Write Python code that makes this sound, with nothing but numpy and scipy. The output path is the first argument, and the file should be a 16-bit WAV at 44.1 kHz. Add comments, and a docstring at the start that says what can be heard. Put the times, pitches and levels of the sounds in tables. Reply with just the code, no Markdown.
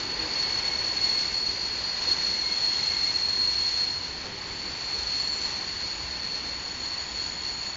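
"""Hopper train squealing through a station

From the platform, a few tracks off, a small camera's microphone hears a long, slow train of hopper wagons.
Wheels slip sideways on the rail and squeal in their own modes, direct and scattered by wagons and ballast.
One slow course of slip, with brief surges, drives the main squeal and the grinding of the flanges.
Under it wheels roll as shaped noise, wagon bodies resonate, and the running gear ticks and thuds."""
import sys
import numpy as np
from scipy import signal
from scipy.fft import rfft, irfft, next_fast_len
from scipy.io import wavfile
from scipy.ndimage import uniform_filter1d

SR = 44100
rng = np.random.default_rng(int(sys.argv[2]) if len(sys.argv) > 2 else 0)


def wrap_up_sound(samples):
    """Save the sound to the file named by the first command line argument, as 16-bit audio."""
    columns = np.atleast_2d(samples).T
    # keep every value between -1 and 1, then stretch to whole-number steps
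    tamed = np.clip(columns, -1, 1)
    steps = np.round(tamed * 32767).astype(np.int16)
    wavfile.write(sys.argv[1], SR, steps)


N = 342216
TIME = np.arange(N) / SR
FREQ = np.maximum(np.fft.rfftfreq(N, 1 / SR), 1)  # kept above zero for logarithms and division


def undb(db):
    """Decibels to gain."""
    return 10 ** (np.asarray(db) / 20)


def unit(x):
    """Scale to rms 1."""
    return x / np.sqrt(np.mean(np.abs(x) ** 2))


def curves(table):
    """The columns of a table after its times, joined by lines, one value a sample."""
    times, *columns = np.transpose(table)
    return [np.interp(TIME, times, column) for column in columns]


def colour(x, points):
    """Filter by a spectrum of f/Hz, level/dB points, joined by lines over log frequency."""
    hz, db = np.transpose(points)
    gain = undb(np.interp(np.log(FREQ), np.log(hz), db))
    return irfft(rfft(x) * gain, N)


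def resonate(x, hz, width):
    """One resonance, gain 1 at its centre."""
    detuning = (FREQ ** 2 - hz ** 2) / (FREQ * width)
    return irfft(rfft(x) / (1 + 1j * detuning), N)


def noise():
    """White noise."""
    return rng.standard_normal(N)


def fading(width, steep=2):
    """Random complex gain: the sum of many paths whose Doppler shifts spread over width Hz."""
    shift = np.abs(np.fft.fftfreq(N // 32, 32 / SR))  # made at a 32nd of the sample rate
    paths = np.exp(2j * np.pi * rng.random(len(shift)))
    spread = np.sqrt(1 + (shift / width) ** (2 * steep))
    gain = np.fft.ifft(paths / spread)
    return unit(signal.resample(gain, next_fast_len(N))[:N])


def walk(rate):
    """Smooth random motion of rms 1, averaged twice over 1/rate seconds."""
    knots = rng.standard_normal(int(N / SR * 200))  # 200 a second
    window = max(int(200 / rate), 1)
    slow = uniform_filter1d(uniform_filter1d(knots, window), window)
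    return unit(np.interp(TIME, np.linspace(0, N / SR, len(slow)), slow))


def turn(middle, span):
    """A smooth change from 0 to 1 around a moment."""
    return 1 / (1 + np.exp((middle - TIME) / span))


SWELL_SHAPE = 0.36  # power of the half sine: lower is squarer


def swell(start, length):
    """A source starts to sing, holds on for a while and lets go."""
    along = np.clip((TIME - start) / length, 0, 1)
    return np.abs(np.sin(np.pi * along)) ** SWELL_SHAPE


def decay(start, t60, rise):
    """Envelope of one blow: a straight rise times a fall of 60 dB in t60 seconds."""
    age = np.maximum(TIME - start, 0)
    fall = np.exp(-np.minimum(np.log(1000) * age / t60, 20))
    return np.minimum(age / rise, 1) * fall


def squeal(hz, direct_db, spread_hz, waver_hz, steep=2):
    """A wheel mode kept going by stick-slip: a wavering direct tone plus its scattered copies."""
    phase = 2 * np.pi * np.cumsum(hz + waver_hz * walk(25)) / SR
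    direct = undb(direct_db + 2.1 * walk(24))
    paths = (direct + fading(spread_hz, steep)) / np.sqrt(1 + undb(direct_db) ** 2)
    return np.sqrt(2) * np.real(paths * np.exp(1j * phase))


# how hard the wheels slip, as a nominal level of their squeal: t/s, level/dB
SLIP_COURSE = [(0, -32.5), (0.25, -34.5), (0.42, -28.5), (0.85, -29.5), (1.1, -25.5), (1.6, -32),
               (1.93, -30.5), (2.15, -32.5), (2.5, -29), (2.8, -25.5), (3.4, -29), (3.7, -26),
               (4.08, -36.5), (4.35, -40.5), (5.15, -29), (5.75, -35), (6.7, -36.5), (7.76, -40)]
# brief surges, when a flange is thrown against the rail: t/s, extra level/dB
FLANGE_SURGES = [(.06, 0.5), (2.108, 8), (2.28, 5.5), (5.85, 2.5), (6.34, 4), (6.85, 3), (6.96, 4),
                 (7.24, 7.5), (7.468, 7.5), (7.65, 5.5)]
SURGE_S, USUAL_SLIP_DB = 0.047, -31  # spread of a surge (Gaussian sigma); reference level of the slip


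def slipping():
    """Sideways slip in dB above the usual: a slow course with brief surges."""
    slow_db, = curves(SLIP_COURSE)
    surges_db = sum(db * np.exp(-.5 * ((TIME - s) / SURGE_S) ** 2) for s, db in FLANGE_SURGES)
    return slow_db - USUAL_SLIP_DB + surges_db


# the main mode, after its fall: lower from wheels rolling away, higher from wheels still coming
AWAY_HZ, COMING_HZ = 4292, 4430
# the loud wheel passes and its pitch sinks: middle, time constant and size of the fall
LEAD_PASS_S, LEAD_FALL_S, LEAD_FALL_HZ = 1.9, 0.43, 81.77
# the wheels behind it draw nearer, sink likewise and take over part of the squeal's power
CHORUS_NEAR_S, CHORUS_FALL_S, CHORUS_FALL_HZ = 4.4, 0.41, 84.4
HANDOVER_S, HANDOVER_SPAN_S, CHORUS_SHARE = 4.1, .22, 0.48
CHORUS_PER_DB = 0.75  # the many wheels follow the slip less closely than one wheel
# a second wheel joins the loud one just above it
PARTNER_START_S, PARTNER_LENGTH_S, PARTNER_ABOVE_HZ, PARTNER_DB = 2.15, 2.05, 90, -6.5
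# direct over scattered sound of the loud wheel: at usual slip, per dB of slip, gained by passing
DIRECT_DB, DIRECT_PER_DB, DIRECT_PASSED_DB = -6.5, .5, 6.5


def main_squeals(slip_db, bite):
    """The loud wheel nearby, its partner and the chorus of wheels behind them, all in the same mode."""
    passed = turn(LEAD_PASS_S, LEAD_FALL_S)
    hz = AWAY_HZ + LEAD_FALL_HZ * (1 - passed)
    direct_db = DIRECT_DB + DIRECT_PER_DB * slip_db + DIRECT_PASSED_DB * passed
    lead = undb(-0.17 + 0.42 * bite) * squeal(hz, direct_db, spread_hz=44.5, waver_hz=2.5, steep=1.46)

    partner_swell = undb(PARTNER_DB) * swell(PARTNER_START_S, PARTNER_LENGTH_S)
    partner = partner_swell * squeal(hz + PARTNER_ABOVE_HZ, direct_db=-16, spread_hz=52, waver_hz=10)

    coming_hz = COMING_HZ + CHORUS_FALL_HZ * (1 - turn(CHORUS_NEAR_S, CHORUS_FALL_S))
    chorus = undb(-1.0) * squeal(coming_hz, direct_db=-1, spread_hz=61, waver_hz=4)
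    # the furthest wheels head straight for the microphone: higher and more diffuse than the chorus
    far = undb(-7.0) * squeal(coming_hz + 45, direct_db=-4.5, spread_hz=61, waver_hz=12)

    share = CHORUS_SHARE * turn(HANDOVER_S, HANDOVER_SPAN_S)
    near = np.sqrt(1 - share) * undb(slip_db) * (lead + partner)
    behind = np.sqrt(share) * undb(CHORUS_PER_DB * slip_db) * (chorus + far)
    return undb(USUAL_SLIP_DB) * (near + behind)


# other wheel modes; NEAR is the same mode before the wheel has passed
LOW_HZ, LOW_NEAR_HZ, MID_HZ, UPPER_HZ, UPPER_NEAR_HZ = 2153, 2186, 3300, 4672, 4728
CHIRP_HZ, WHISTLE_HZ, THIN_HZ, SHRILL_HZ = 6120, 6815, 7035, 7137
# single wheels that sing briefly in those modes:
# start t/s, length t/s, mid-length f/Hz, glide (Hz/s), level/dB, direct over scattered level/dB
BRIEF_SQUEALS = [ (0, 0.57, UPPER_NEAR_HZ, -12.5, -44, -8), (0.283, 0.33, LOW_NEAR_HZ, 0.5, -46.5, -0.5),
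                 (.62, .17, LOW_NEAR_HZ, -0.5, -41.5, 4), (0.897, 0.54, LOW_HZ, 2.5, -48, -3.5),
                 (1.101, 1.37, UPPER_HZ, -61.5, -41, -1.5), (2.28, 0.31, LOW_HZ, 0.5, -45, 2),
                 (2.4, .6, MID_HZ, 2, -49.5, -1), (2.77, .36, LOW_HZ, 1.5, -42.5, 5),
                 (3.248, 0.7, MID_HZ, 1, -52.5, -1), (4.35, 0.97, SHRILL_HZ, -2.5, -57.5, 0),
                 (5.13, 0.38, SHRILL_HZ, -2.5, -49, 6), (5.328, 0.33, CHIRP_HZ, 2, -52.5, -2),
                 (5.498, 0.7, WHISTLE_HZ, 0.5, -53, -3.5), (5.596, 0.57, UPPER_HZ, 0, -46, -6),
                 (6.45, 1.25, WHISTLE_HZ, 0, -49, -5), (6.95, .6, MID_HZ, 2, -54, 3),
                 (6.999, .45, THIN_HZ, -40, -58, -3), (7.46, 0.34, WHISTLE_HZ, 0, -47.5, 7), ]
SCATTER_HZ = 40.2  # Doppler spread of their echoes


def other_squeals():
    """Lower and higher wheel modes that break out now and then, each gliding at its own rate."""
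    out = 0
    for start, length, hz, glide, db, direct_db in BRIEF_SQUEALS:
        pitch = hz + glide * (TIME - start - length / 2)
        out = out + undb(db) * swell(start, length) * squeal(pitch, direct_db, SCATTER_HZ, waver_hz=4)
    return out


# spectrum of the flange hiss: f/Hz, relative level/dB
GRIND_SPECTRUM = [(1200, -8), (2000, 1.5), (2500, -2), (3100, -3), (3900, 2), (4900, 4.5), (5500, 1.5),
                  (6500, 0), (7050, -2), (7350, -12), (7800, -42)]
# wheel modes rung by the grinding: f/Hz, width f/Hz, relative level/dB
WHEEL_MODES = [(1945, 160, -6), (2167, 140, -2.5), (2713, 200, 3.5), (3370, 150, -1), (3553, 82, 0),
               (5040, 150, -3), (5200, 220, -7.5), (6430, 180, -9), (6030, 290, -2), (6960, 230, 0)]
# grinding at the start, its easing as quieter wagons follow, and its rise with each dB of slip
GRIND_DB, GRIND_FADE_DB_PER_S, GRIND_PER_DB = -40, 0.14, 0.57


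def grinding(slip_db, bite):
    """Flanges scrape the rail head: dense uneven micro-slips hiss and ring the wheels."""
    slips = noise() * undb(1.3 * walk(90))
    hiss = colour(slips, GRIND_SPECTRUM)
    rings = 0
    for hz, width, mode_db in WHEEL_MODES:
        ring = resonate(resonate(noise(), hz, width), hz, width)
        rings = rings + undb(mode_db) * ring
    db = GRIND_DB + GRIND_PER_DB * slip_db - GRIND_FADE_DB_PER_S * TIME
    return undb(db + 0.3 * bite) * unit(hiss + undb(2.0) * rings)


# spectrum of wheels and track: f/Hz, relative level/dB
ROLL_SPECTRUM = [(300, -16.5), (550, 0), (700, 0), (850, 3.5), (1030, 3.5), (1170, -0.5), (1500, 0),
                 (1900, 3), (2400, 0.5), (3200, -1.5), (4500, -2), (7000, -37.5)]
# spectrum of the bogie frames: f/Hz, relative level/dB
FRAME_SPECTRUM = [(20, -5.5), (50, -1), (100, 1.5), (160, 1), (230, 1), (380, -0.5), (500, -6),
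                  (800, -33.5)]
# course of the wheels rolling on the rail, before a fixed lift: t/s, level/dB
ROLLING_COURSE = [(0, -43.0), (0.45, -42.0), (1.1, -43.0), (1.45, -46), (2.1, -43), (2.45, -45.0),
                  (2.8, -44.0), (4.1, -46.0), (4.9, -44.5), (6, -45.5), (7.76, -46.5)]
# wheels dropping over rail joints, as drive levels:
# t/s, ring of the hopper level/dB, bounce on the springs level/dB
JOINT_THUDS = [(.16, -49, -41.5), (2.06, -43, -59), (2.29, -47, -59), (3.45, -47, -46.5),
               (4.091, -56.5, -47.5), (4.23, -40.5, -56), (4.419, -49.5, -46), (4.64, -45.5, -51),
               (4.92, -43, -38.5), (5.7, -55.5, -47.5), (6.019, -50.5, -44), (6.7, -56.5, -49)]
FRAME_DB, FRAME_FADE_DB_PER_S = -47, 0.13  # at the start; easing as quieter wagons follow
BOOM_DB, BOUNCE_T60_S = -52, 0.81  # wagons swaying on their springs; decay after a joint


def rolling(bite):
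    """Rail roughness shakes wheels and track, the bogie frames and the sprung wagons, which bounce at joints."""
    roll_db, = curves(ROLLING_COURSE)
    track = undb(roll_db + 4.5 + 0.48 * bite) * unit(colour(noise(), ROLL_SPECTRUM))
    frame_db = FRAME_DB - FRAME_FADE_DB_PER_S * TIME + 0.63 * walk(4.2)
    frames = undb(frame_db) * unit(colour(noise(), FRAME_SPECTRUM))
    bounces = sum(undb(db) * decay(s, t60=BOUNCE_T60_S, rise=.04) for s, _, db in JOINT_THUDS)
    sway = unit(resonate(resonate(noise(), 55, 38), 66, 44))
    boom = np.hypot(undb(BOOM_DB), bounces) * sway
    return track + frames + boom


# hollow modes of the steel hoppers: f/Hz, width f/Hz, relative level/dB
HOPPER_MODES = [(324, 30, -3.5), (390, 97, 3), (408, 40, -3.5), (496, 35, -5)]
DRONE_DB, DRONE_FADE_DB_PER_S = -47.5, 2.14  # drive at the start; easing as quieter wagons follow


def hoppers():
    """The hollow bodies drone as they roll and ring out at each rail joint."""
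    blows = sum(undb(db) * decay(s, t60=0.63, rise=.012) for s, db, _ in JOINT_THUDS)
    drone = undb(DRONE_DB - DRONE_FADE_DB_PER_S * TIME)
    shaking = noise() * np.hypot(drone, blows)
    ring = sum(undb(db) * resonate(shaking, hz, width) for hz, width, db in HOPPER_MODES)
    return unit(ring) * np.std(shaking)  # as loud overall as the shaking that drives it


# the modes that sound in the groan: f/Hz, level/dB
GROAN_MODES = [(315, -45.5), (492, -47.5)]
GROAN_START_S, GROAN_LENGTH_S = .17, 0.12


def groan():
    """Steel rubs once on steel and a wagon body gives one short, hollow groan."""
    modes = sum(undb(db) * squeal(hz, direct_db=9, spread_hz=15, waver_hz=4) for hz, db in GROAN_MODES)
    return swell(GROAN_START_S, GROAN_LENGTH_S) * modes


# ticks of couplings and brake rigging: t/s, level/dB
GEAR_TICKS = [(1.638, -32), (2.127, -37), (2.317, -29), (2.588, -34), (2.859, -22), (4.217, -39),
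              (5.031, -22), (5.69, -34), (5.981, -39), (6.796, -39), (7.203, -41), (7.45, -32.5)]


def ticks():
    """Loose steel strikes steel: short bright cracks."""
    blows = sum(undb(db) * decay(s, t60=0.009, rise=0.0016) for s, db in GEAR_TICKS)
    return blows * unit(resonate(noise(), 5000, 3600))


def scene():
    """All sources, heard from the platform."""
    slip_db = slipping()
    bite = walk(28)  # contact force flutters as the wheels hunt on the rail
    wheels = main_squeals(slip_db, bite) + other_squeals() + grinding(slip_db, bite)
    wagons = rolling(bite) + hoppers() + groan() + ticks()
    return (wheels + wagons)[None]


TOP_HZ = 7500


def record(dry):
    """The camera's microphone keeps only what lies below a steep cut in the treble."""
    return signal.sosfilt(signal.cheby1(14, .1, TOP_HZ, fs=SR, output="sos"), dry)


dry = scene()
out = record(dry)
wrap_up_sound(out)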